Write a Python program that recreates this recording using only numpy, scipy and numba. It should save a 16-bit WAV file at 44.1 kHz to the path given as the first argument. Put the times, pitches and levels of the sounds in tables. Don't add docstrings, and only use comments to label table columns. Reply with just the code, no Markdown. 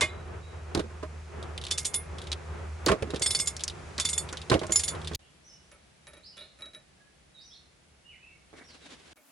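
import sys
import numpy as np
from scipy import signal
from scipy.fft import rfft, irfft, next_fast_len
from scipy.io import wavfile
from scipy.ndimage import uniform_filter1d
from numba import njit

SR = 44100
rng = np.random.default_rng(int(sys.argv[2]) if len(sys.argv) > 2 else 0)


def voltage_ratio(decibels):
    exponent = np.asarray(decibels, float) / 20
    return 10 ** exponent


def to_wav(sig):
    pcm = np.clip(np.atleast_2d(sig), -1, 1) * 32767
    pcm = np.round(pcm).astype(np.int16)
    wavfile.write(sys.argv[1], SR, pcm.T)


N = 410571
TIME = np.arange(N) / SR
SIDES = np.array([[1], [-1]])

# start_s, end_s
MOMENTS = [
    (0, 5.159),
    (5.192, 9.132),
    (9.158, 9.4),
]
TOP_HZ = 11050

# time_s, level_db
ENGINE_LOAD = [(0, -44.5), (.6, -43), (1.6, -42.5), (1.85, -46.5), (2.1, -42), (2.85, -39), (3.3, -52.5),
               (3.8, -46.5), (4.2, -44.5), (4.7, -50), (4.95, -47), (5.16, -37)]
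FIRING_HZ, SLOWER_HZ = 78.44, 73.2
SLOWER_PEAK_S, SLOWER_DB, SLOWER_DB_PER_S = 2.8, -44.5, 10.5
# time_s, rise_db
LABOURS = [
    (4.25, 8),
    (5.05, 12),
]
SECOND_DB, LABOUR_S = -59.5, 0.24
# freq_hz, density_db (dB per Hz)
RUMBLE_COLOUR = [(53, -32.5), (90, 0.5), (108, -11.5), (151, -11), (219, -18), (311, -23.5), (363, -12),
                 (471, -17.5), (1060, -22.5), (1270, -21.5), (3500, -40), (4550, -64.5), (7700, -120)]
# freq_hz, density_db (dB per Hz)
HISS_COLOUR = [(1470, -3), (2500, -1.5), (2950, -8), (6510, -9.5), (9870, -16), (11100, -17), (11500, -47),
               (15000, -75), (22000, -120)]
RUMBLE_DB, HISS_DB, RUMBLE_DB_PER_S, HISS_DB_PER_S = -47.5, -59.5, 0.45, 1.21
# freq_hz, density_db (dB per Hz)
DRONE_COLOUR = [(12, -59), (20, -33.5), (32, -23), (41, -8), (59, -4.5), (75, 0.5), (110, -23), (140, -44),
                (240, -120)]

# time_s, peak_db
FIRST_BLOW = [
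    (.009, -12.5),
]
# freq_hz, level_db, t60_s
SOCKET_MODES = [(1126, -4, 0.11), (1720, -17, 0.086), (2128, 7, 0.12), (2460, -2, 0.092), (2950, -8, 0.1),
                (3490, 4.5, 0.032), (4800, -14, .08), (6200, -25, .08), (7330, -4, 0.034)]
# time_s, peak_db, brightness_db (per octave)
SLIPS = [(0.023, -18.5, 6), (0.753, -15, 3), (0.774, -15, -9.5), (0.796, -17, 1), (0.843, -29, -12),
         (0.904, -39, 10), (1.032, -22.5, 1), (2.869, -11, 1.5), (2.888, -10, 10), (2.901, -10.5, -6),
         (2.919, -8, 1), (3.027, -15.5, -4.5), (3.076, -28, -2), (3.104, -28.5, 9), (3.14, -17, -2),
         (3.165, -26.5, 3), (3.214, -26.5, 0), (3.987, -26.5, 16), (4.33, -28, 14), (4.502, -16.5, 2),
         (4.519, -7.5, 6), (4.534, -9.5, 1.5), (4.553, -10.5, -4.5), (4.619, -20, -1), (4.636, -22.5, 6.5),
         (4.699, -20.5, 1.5), (5.117, -26, 6.5)]
# time_s, peak_db, brightness_db (per octave)
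SET_DOWN = [
    (8.533, -38, -6),
]
# freq_hz, level_db, t60_s
FRAME_MODES = [(100, -12.5, 0.05), (157, -15.5, .05), (221.3, -6, 0.12), (280, -32, .05), (346, 3.5, 0.068),
               (421, 13, 0.024), (517, 1, .04), (624, -0.5, 0.09), (780, -4, 0.017), (1060, 0.5, 0.02),
               (1436, -19.5, 0.019), (1884, -28, .012)]
SLIP_T60_S = 0.1

# time_s, from_hz, to_hz, level_db
BIRD_NOTES = [(0.058, 3940, 3860, -56), (0.137, 3890, 3890, -73), (0.424, 3800, 3880, -59),
              (5.2, 2650, 3410, -67.5), (5.442, 5700, 6230, -56.5), (5.48, 5150, 5480, -57),
              (5.513, 6000, 5950, -61.5), (5.502, 2950, 2950, -71), (6.23, 3930, 5500, -52),
              (6.275, 5370, 4500, -55.5), (6.326, 2970, 2840, -63), (6.362, 3340, 4280, -51.5),
              (6.385, 3990, 3630, -72), (6.967, 1647, 1700, -70.5), (7.342, 3910, 3760, -55.5),
              (7.385, 3840, 5580, -57.5), (7.431, 5840, 6000, -56.5), (7.474, 5760, 4970, -57.5),
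              (7.505, 3280, 4470, -55.5), (8.045, 2825, 2990, -56), (8.08, 2866, 1800, -60),
              (8.205, 2473, 2784, -57), (8.28, 2350, 2150, -66), (8.64, 5440, 5820, -61),
              (8.675, 5240, 3670, -59), (8.81, 3970, 3570, -62)]
NOTE_CYCLES = 190

# time_s, peak_db
SNAPS = [
    (0.7492, -38),
    (2.8609, -24),
    (3.6799, -45),
    (4.7207, -41.5),
    (5.1537, -19.5),
]

# time_s, peak_db, handle_ring_db (re peak), head_ring_db (re peak)
TEETH = [(1.7121, -10, -12.5, -21), (1.7819, -6.5, -22, -21), (1.852, -10, -25.5, -10),
         (1.942, -13.5, -13, -8), (3.2215, -12, -12.5, -11), (3.2609, -22, -1, 3.5),
         (3.307, -12.5, -10, -7.5), (3.3495, -13.5, -8, -8.5), (3.3994, -18, -6, -5.5),
         (3.4729, -15, -12, -4.5), (3.9997, -8.5, -21.5, -22), (4.0514, -12.5, -7, -9),
         (4.0897, -15.5, -18, -10.5), (4.1313, -19.5, -11.5, -4.5), (4.1794, -25.5, -3.5, 8),
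         (4.7217, -16.5, -11, -2), (4.7596, -14, -14, -2.5), (4.7957, -14.5, -21, -8),
         (4.8364, -17, -10, -4.5), (4.8806, -15.5, -11.5, -9.5)]
RATCHET_HZ = [2126, 3510, 3950, 4500, 5200, 5840, 6795, 6985, 7526, 8395, 8870, 9500, 10345, 10930]
# level_db, t60_s
RATCHET_MODES = [(-18.5, 0.43), (-6.5, 0.11), (-15.5, 0.075), (-9, 0.08), (-5.5, 0.102), (-47.5, 0.3),
                 (-11, 0.12), (-4, 0.085), (-31.5, 0.053), (-0.5, 0.13), (-16.5, 0.16), (-18.5, 0.11),
                 (-1.5, 0.15), (-6.5, 0.16)]
RATCHET_PART = [0, 0, 0, 0, 0, 1, 1, 1, 1, 2, 2, 2, 3, 3]
HEAD_MID_DB, HEAD_HIGH_DB = -7.5, -9.5
TOOTH_SCATTER_DB = 4
# time_s, peak_db, centre_hz
TICKS = [(0.7501, -10.5, 4350), (1.5789, -18.5, 3140), (1.652, -24, 4000), (1.6677, -20.5, 3600),
         (1.831, -33, 6890), (2.3183, -13, 4020), (2.3287, -15, 3630), (2.8633, -8, 4500),
         (2.8747, -14, 2860), (2.8844, -12, 3770), (2.9188, -15.5, 2820), (3.025, -21.5, 2580),
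         (3.197, -26, 6910), (3.3915, -13, 5250), (3.4605, -21.5, 6970), (3.567, -18, 5500),
         (3.6376, -9, 6100), (3.68, -11.5, 4700), (3.9815, -15.5, 4200), (4.3282, -22.5, 5700),
         (4.5, -11, 4000), (4.532, -28, 2420), (4.5423, -13, 2960), (4.6686, -24.5, 6660),
         (4.7086, -26, 6650), (5.1487, -15.5, 4870)]
# time_s, peak_db
PLAY = [(0.776, -23), (0.7957, -24.5), (1.4286, -26.5), (1.615, -28), (1.6396, -22.5), (1.6846, -30),
        (2.185, -26.5), (2.218, -24), (2.2405, -35), (2.2715, -28.5), (3.1055, -24.5), (3.1463, -25),
        (3.1608, -21.5), (3.5957, -26), (3.608, -24), (3.699, -23.5), (4.2898, -25.5), (4.372, -22),
        (4.4173, -28), (4.5235, -29), (4.594, -23.5), (4.6349, -31.5), (4.951, -32), (5.017, -31),
        (5.047, -28), (5.074, -19.5), (5.135, -28.5), (5.1546, -26)]
PLAY_HZ, TICK_T60_S, PLAY_T60_S = 3600, .042, 0.071

# freq_hz, density_db (dB per Hz)
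YARD_COLOUR = [(59, -45), (100, -5.5), (155, -0.5), (275, -11), (310, -9), (393, -10.5), (788, -13),
               (981, -16.5), (2090, -15.5), (9620, -25), (11500, -24), (15000, -67), (22000, -120)]
# time_s, level_db
YARD_LEVEL = [
    (5.19, -62.5),
    (8.17, -64.5),
    (9.13, -61.5),
]
DRONE_DB = -66.5
# time_s, level_db
RUSTLE = [
    (8.5, -69),
    (8.62, -60.5),
    (8.9, -56.5),
    (9.13, -58.5),
]
# time_s, level_db
SCRAPE = [
    (8.532, -88),
    (8.538, -58),
    (8.6, -52),
    (8.655, -58.5),
    (8.675, -80),
]

# time_s, peak_db, shank_ring_db (re peak)
TURNS = [(5.7169, -36, -34), (5.7394, -52.5, -34), (6.0706, -26.5, -25.5), (6.1344, -35.5, -18.5),
         (6.1694, -43.5, -12), (6.3699, -32, -20), (6.3794, -33.5, -4.5), (6.4094, -37.5, -4),
         (6.4394, -48, -22), (6.5894, -41, -16.5), (6.6084, -34, -18), (6.6223, -31.5, -4),
         (6.6588, -36, -4), (6.7351, -40, -8), (6.7491, -31.5, -3), (9.1686, -46.5, -29)]
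# freq_hz, level_db, t60_s
SHANK_MODES = [(3876, 0, 0.16)]
# freq_hz, level_db, t60_s
WASHER_MODES = [(10700, 0, 0.11)]
# freq_hz, level_db, t60_s
BORE_MODES = [(406, -11, .03), (602, 4.5, 0.042), (950, -11, 0.016), (1330, -1.5, 0.035),
              (1460, -5.5, 0.032), (1800, 1, 0.017), (2230, -2, 0.038), (2370, -6, 0.039)]
USUAL_TURN_DB, WASHER_DB, KNOCK_DB = -38.5, -57, -46
FOLLOW = 0.46

# freq_hz, density_db (dB per Hz)
AIR_COLOUR = [(12, -73), (20, -39), (187, -14.5), (285, -4), (367, -23), (574, -13), (3950, -23),
              (12400, -22.5), (16000, -28.5)]
AIR_DB = -59


def curve(table):
    s, *columns = np.transpose(table)
    return [np.interp(TIME, s, c) for c in columns]


def noise(spectrum, width, flicker_db, rate):
    size = next_fast_len(N)
    hz = np.fft.rfftfreq(size, 1 / SR) + 1
    f, db = np.transpose(spectrum)
    colour = voltage_ratio(np.interp(np.log(hz), np.log(f), db))
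    shape = colour * np.array([hz > 0, width * np.minimum(hz / 300, 1)])
    mid, side = irfft(rfft(rng.standard_normal((2, size))) * shape, size)[:, :N]
    hold = int(SR / rate)
    steps = np.repeat(rng.standard_normal(N // hold + 1), hold)[:N]
    walk = uniform_filter1d(steps, hold)
    return voltage_ratio(flicker_db * walk) * (mid + SIDES * side) / mid.std()


def add(out, s, sound, db):
    i = int(s * SR)
    out[:, i:i + sound.shape[1]] += voltage_ratio(db) * sound[:, :N - i]


def decay(t60, length=0.18):
    t = np.arange(int(length * SR)) / SR
    return np.exp(-np.log(1000) * t / np.maximum(t60, .003)) + 1e-9


def peak(x):
    return x / np.abs(x).max()


@njit
def resonate(contact, poles, left, right):
    out, z = np.zeros((2, len(contact))), np.empty(len(contact), np.complex128)
    for k in range(len(poles)):
        state, top = 0j, 0.
        for i in range(len(contact)):
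            state = state * poles[k] + contact[i]
            z[i], top = state, max(top, state.real ** 2 + state.imag ** 2)
        for i in range(len(contact)):
            out[0, i] += (z[i] * left[k]).imag / np.sqrt(top)
            out[1, i] += (z[i] * right[k]).imag / np.sqrt(top)
    return out


def ring(modes, chatter_s, scatter_db, lead, pan_db):
    hz, db, t60 = np.transpose(modes)
    level_chance, pitch_chance, phase_chance = rng.standard_normal((len(modes), 3)).T
    contact = decay(chatter_s) * rng.standard_normal(len(decay(1))) ** 3 + 1e-12
    swing = 2j * np.pi * hz * (1 + 0.0022 * pitch_chance)
    poles = np.exp((swing - np.log(1000) / np.maximum(t60, .003)) / SR)
    size = voltage_ratio(db + scatter_db * level_chance)
    turn = np.exp(.5j * lead * (1 + 0.29 * phase_chance))
    return resonate(contact, poles, size * turn, size / turn) * voltage_ratio(SIDES * pan_db / 2)


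def crack(hz, width, t60, pan_db):
    length = .12
    envelope = decay(t60, length) + 0.82 * decay(0.0033, length)
    mid, side = rng.standard_normal((2, len(envelope))) * envelope
    b, a = signal.iirpeak(min(hz, 15000), 1 / width, SR)
    low_cut = signal.butter(2, 0.29 * hz, "high", fs=SR)
    body = signal.lfilter(b, a, mid + 0.33 * SIDES * side)
    return peak(signal.lfilter(*low_cut, body)) * voltage_ratio(SIDES * pan_db / 2)


def engine():
    firing_db = curve(ENGINE_LOAD)[0]
    slower_db = SLOWER_DB - SLOWER_DB_PER_S * abs(TIME - SLOWER_PEAK_S)
    second_db = SECOND_DB + sum(db * np.exp(-((TIME - s) / LABOUR_S) ** 2) for s, db in LABOURS)
    turn = 2 * np.pi * TIME
    lines = voltage_ratio(firing_db) * np.sin(FIRING_HZ * turn)
    lines = lines + voltage_ratio(second_db) * np.sin(2 * FIRING_HZ * turn)
    lines = lines + voltage_ratio(slower_db) * np.sin(SLOWER_HZ * turn + 1.2)
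    rumble = voltage_ratio(RUMBLE_DB + RUMBLE_DB_PER_S * TIME) * noise(RUMBLE_COLOUR, 0.67, 3.3, 10)
    traffic = voltage_ratio(-51.0) * noise(DRONE_COLOUR, .9, .6, 2.6)
    hiss = voltage_ratio(HISS_DB + HISS_DB_PER_S * TIME) * noise(HISS_COLOUR, 0.6, 0.59, 2.6)
    return np.sqrt(2) * lines * voltage_ratio(SIDES * -.5) + rumble + traffic + hiss


def frame():
    out = np.zeros((2, N))
    for s, db, bright_db in SLIPS + SET_DOWN:
        modes = [(hz, d + bright_db * np.log2(hz / 335), t) for hz, d, t in FRAME_MODES]
        add(out, max(s - .004, 0), peak(ring(modes, SLIP_T60_S, 3.8, 0.76, -6.0)), db)
        add(out, s, crack(1500, 0.42, SLIP_T60_S, -2.5), db - 16.0 + 1.1 * bright_db)
    for s, db in FIRST_BLOW:
        add(out, s, peak(ring(SOCKET_MODES, 0.18, 0, 0.8, -2.5)), db - 1.0)
        add(out, s, crack(2800, 1.8, 0.13, -2.2), db + 1.5)
    return out


def birds():
    direct = np.zeros((2, N))
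    for s, from_hz, to_hz, db in BIRD_NOTES:
        length = 2 * NOTE_CYCLES / (from_hz + to_hz)
        u = np.linspace(0, 1, int(length * SR))
        unsteady_throat = uniform_filter1d(rng.standard_normal(len(u)), size=200)
        warble = (300 + 0.58 * abs(to_hz - from_hz)) * unsteady_throat
        pitch_hz = from_hz + (to_hz - from_hz) * u + warble
        tone = np.sin(2 * np.pi * np.cumsum(pitch_hz) / SR) * np.sin(np.pi * u) ** 0.21
        add(direct, s, np.array([tone, tone]), db)
    mid, side = rng.standard_normal((2, SR)) * decay(0.48, length=1)
    echoes = (mid + 0.42 * SIDES * side) / np.sqrt(np.sum(mid ** 2))
    echoed = signal.fftconvolve(direct, echoes, axes=1)[:, :N]
    return (voltage_ratio(-6) * direct + voltage_ratio(5.5) * echoed) * voltage_ratio(SIDES * -1.5)


def snaps():
    out = np.zeros((2, N))
    for s, db in SNAPS:
        add(out, s - .001, crack(13000, .6, 0.0051, 1.5), db)
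    only_top = signal.butter(8, TOP_HZ, "high", fs=SR, output="sos")
    return signal.sosfilt(only_top, out + 1e-12 * rng.standard_normal(N))


def ratchet():
    out = np.zeros((2, N))
    for s, db, handle_db, head_db in TEETH:
        part_db = handle_db, head_db, head_db + HEAD_MID_DB, head_db + HEAD_HIGH_DB
        modes = [(hz, d + part_db[part], t60)
                 for hz, part, (d, t60) in zip(RATCHET_HZ, RATCHET_PART, RATCHET_MODES)]
        twins = [(hz + 45, d - 7, .7 * t60) for hz, d, t60 in modes]
        add(out, s - .0048, crack(5080, 1.0, 0.027, -1.55), db - 15.5)
        add(out, s - .001, crack(5500, 0.81, 0.094, -1.5), db - 4.5)
        add(out, s - .001, ring(modes + twins, 0.047, TOOTH_SCATTER_DB, 0.78, -2.7), db - 0.5)
    ticks = [(*t, TICK_T60_S) for t in TICKS]
    play = [(*p, PLAY_HZ, PLAY_T60_S) for p in PLAY]
    for s, db, hz, t60 in ticks + play:
        seat = crack(hz, 0.27, t60, -1.5)
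        splash = voltage_ratio(-5.0) * crack(5700, 3.1, 0.68 * t60, -1.3)
        add(out, s - .001, seat + splash, db - 4.5)
    return out


def yard():
    # (Hz, dB per Hz)
    grit = [(100, -39), (250, 4), (900, -7.0), (3500, -6.0), (7000, -14.5), (11000, -22)]
    plate = [(120, -30), (230, 0.5), (700, -7), (1100, -9.0), (2250, -0.5), (2500, -29)]
    rustle = voltage_ratio(curve(RUSTLE)[0] - 2) * noise(grit, 0.65, 4.7, 51) * (TIME > RUSTLE[0][0])
    sliding = (TIME > SCRAPE[0][0]) * (TIME < SCRAPE[-1][0])
    scrape = voltage_ratio(curve(SCRAPE)[0]) * noise(plate, 0.56, 3.85, 90) * sliding
    still_air = voltage_ratio(curve(YARD_LEVEL)[0]) * noise(YARD_COLOUR, 0.92, 0.26, 16)
    traffic = voltage_ratio(DRONE_DB) * noise(DRONE_COLOUR, 0.27, 0.92, 3)
    return still_air + traffic + rustle + scrape


def bolt():
    out = np.zeros((2, N))
    for s, db, shank_db in TURNS:
        harder_db = FOLLOW * (db - USUAL_TURN_DB)
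        start = s - .001
        add(out, start, crack(4500, 1.2, 0.026, -1.5), db - 12.0)
        add(out, start, ring(SHANK_MODES, 0.0021, 0, 0.33, -1.4), db + shank_db)
        add(out, start, ring(WASHER_MODES, 0.06, 0, 0.49, -1.5), WASHER_DB + harder_db)
        add(out, start, peak(ring(BORE_MODES, 0.24, 2.8, 0.6, -1.9)), KNOCK_DB + harder_db)
        add(out, start, crack(1240, 2.0, 0.076, -1.3), KNOCK_DB + harder_db - 3.0)
    return out


def scene():
    first, second, third = (uniform_filter1d(1. * (TIME >= a) * (TIME < b), size=40) for a, b in MOMENTS)
    hits = ratchet() + frame() + bolt() + birds()
    close = (hits + engine()) * first + (hits + yard()) * second
    close = np.tanh(2 * close) / 2
    narrow = signal.sosfilt(signal.ellip(10, .3, 70, TOP_HZ, fs=SR, output="sos"), close)
    air = voltage_ratio(AIR_DB) * noise(AIR_COLOUR, 0.71, 3.9, 6.693)
    gap_air = voltage_ratio(-22.5) * air * (TIME > MOMENTS[0][1]) * (1 - second)
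    return narrow + snaps() + (air + hits) * third + gap_air


def low_pass(x):
    return signal.sosfilt(signal.butter(12, 16650, fs=SR, output="sos"), x)


def record(dry):
    port = signal.sosfilt(signal.butter(2, 45, "high", fs=SR, output="sos"), dry)
    return low_pass(port)


dry = scene()
out = record(dry)
to_wav(out)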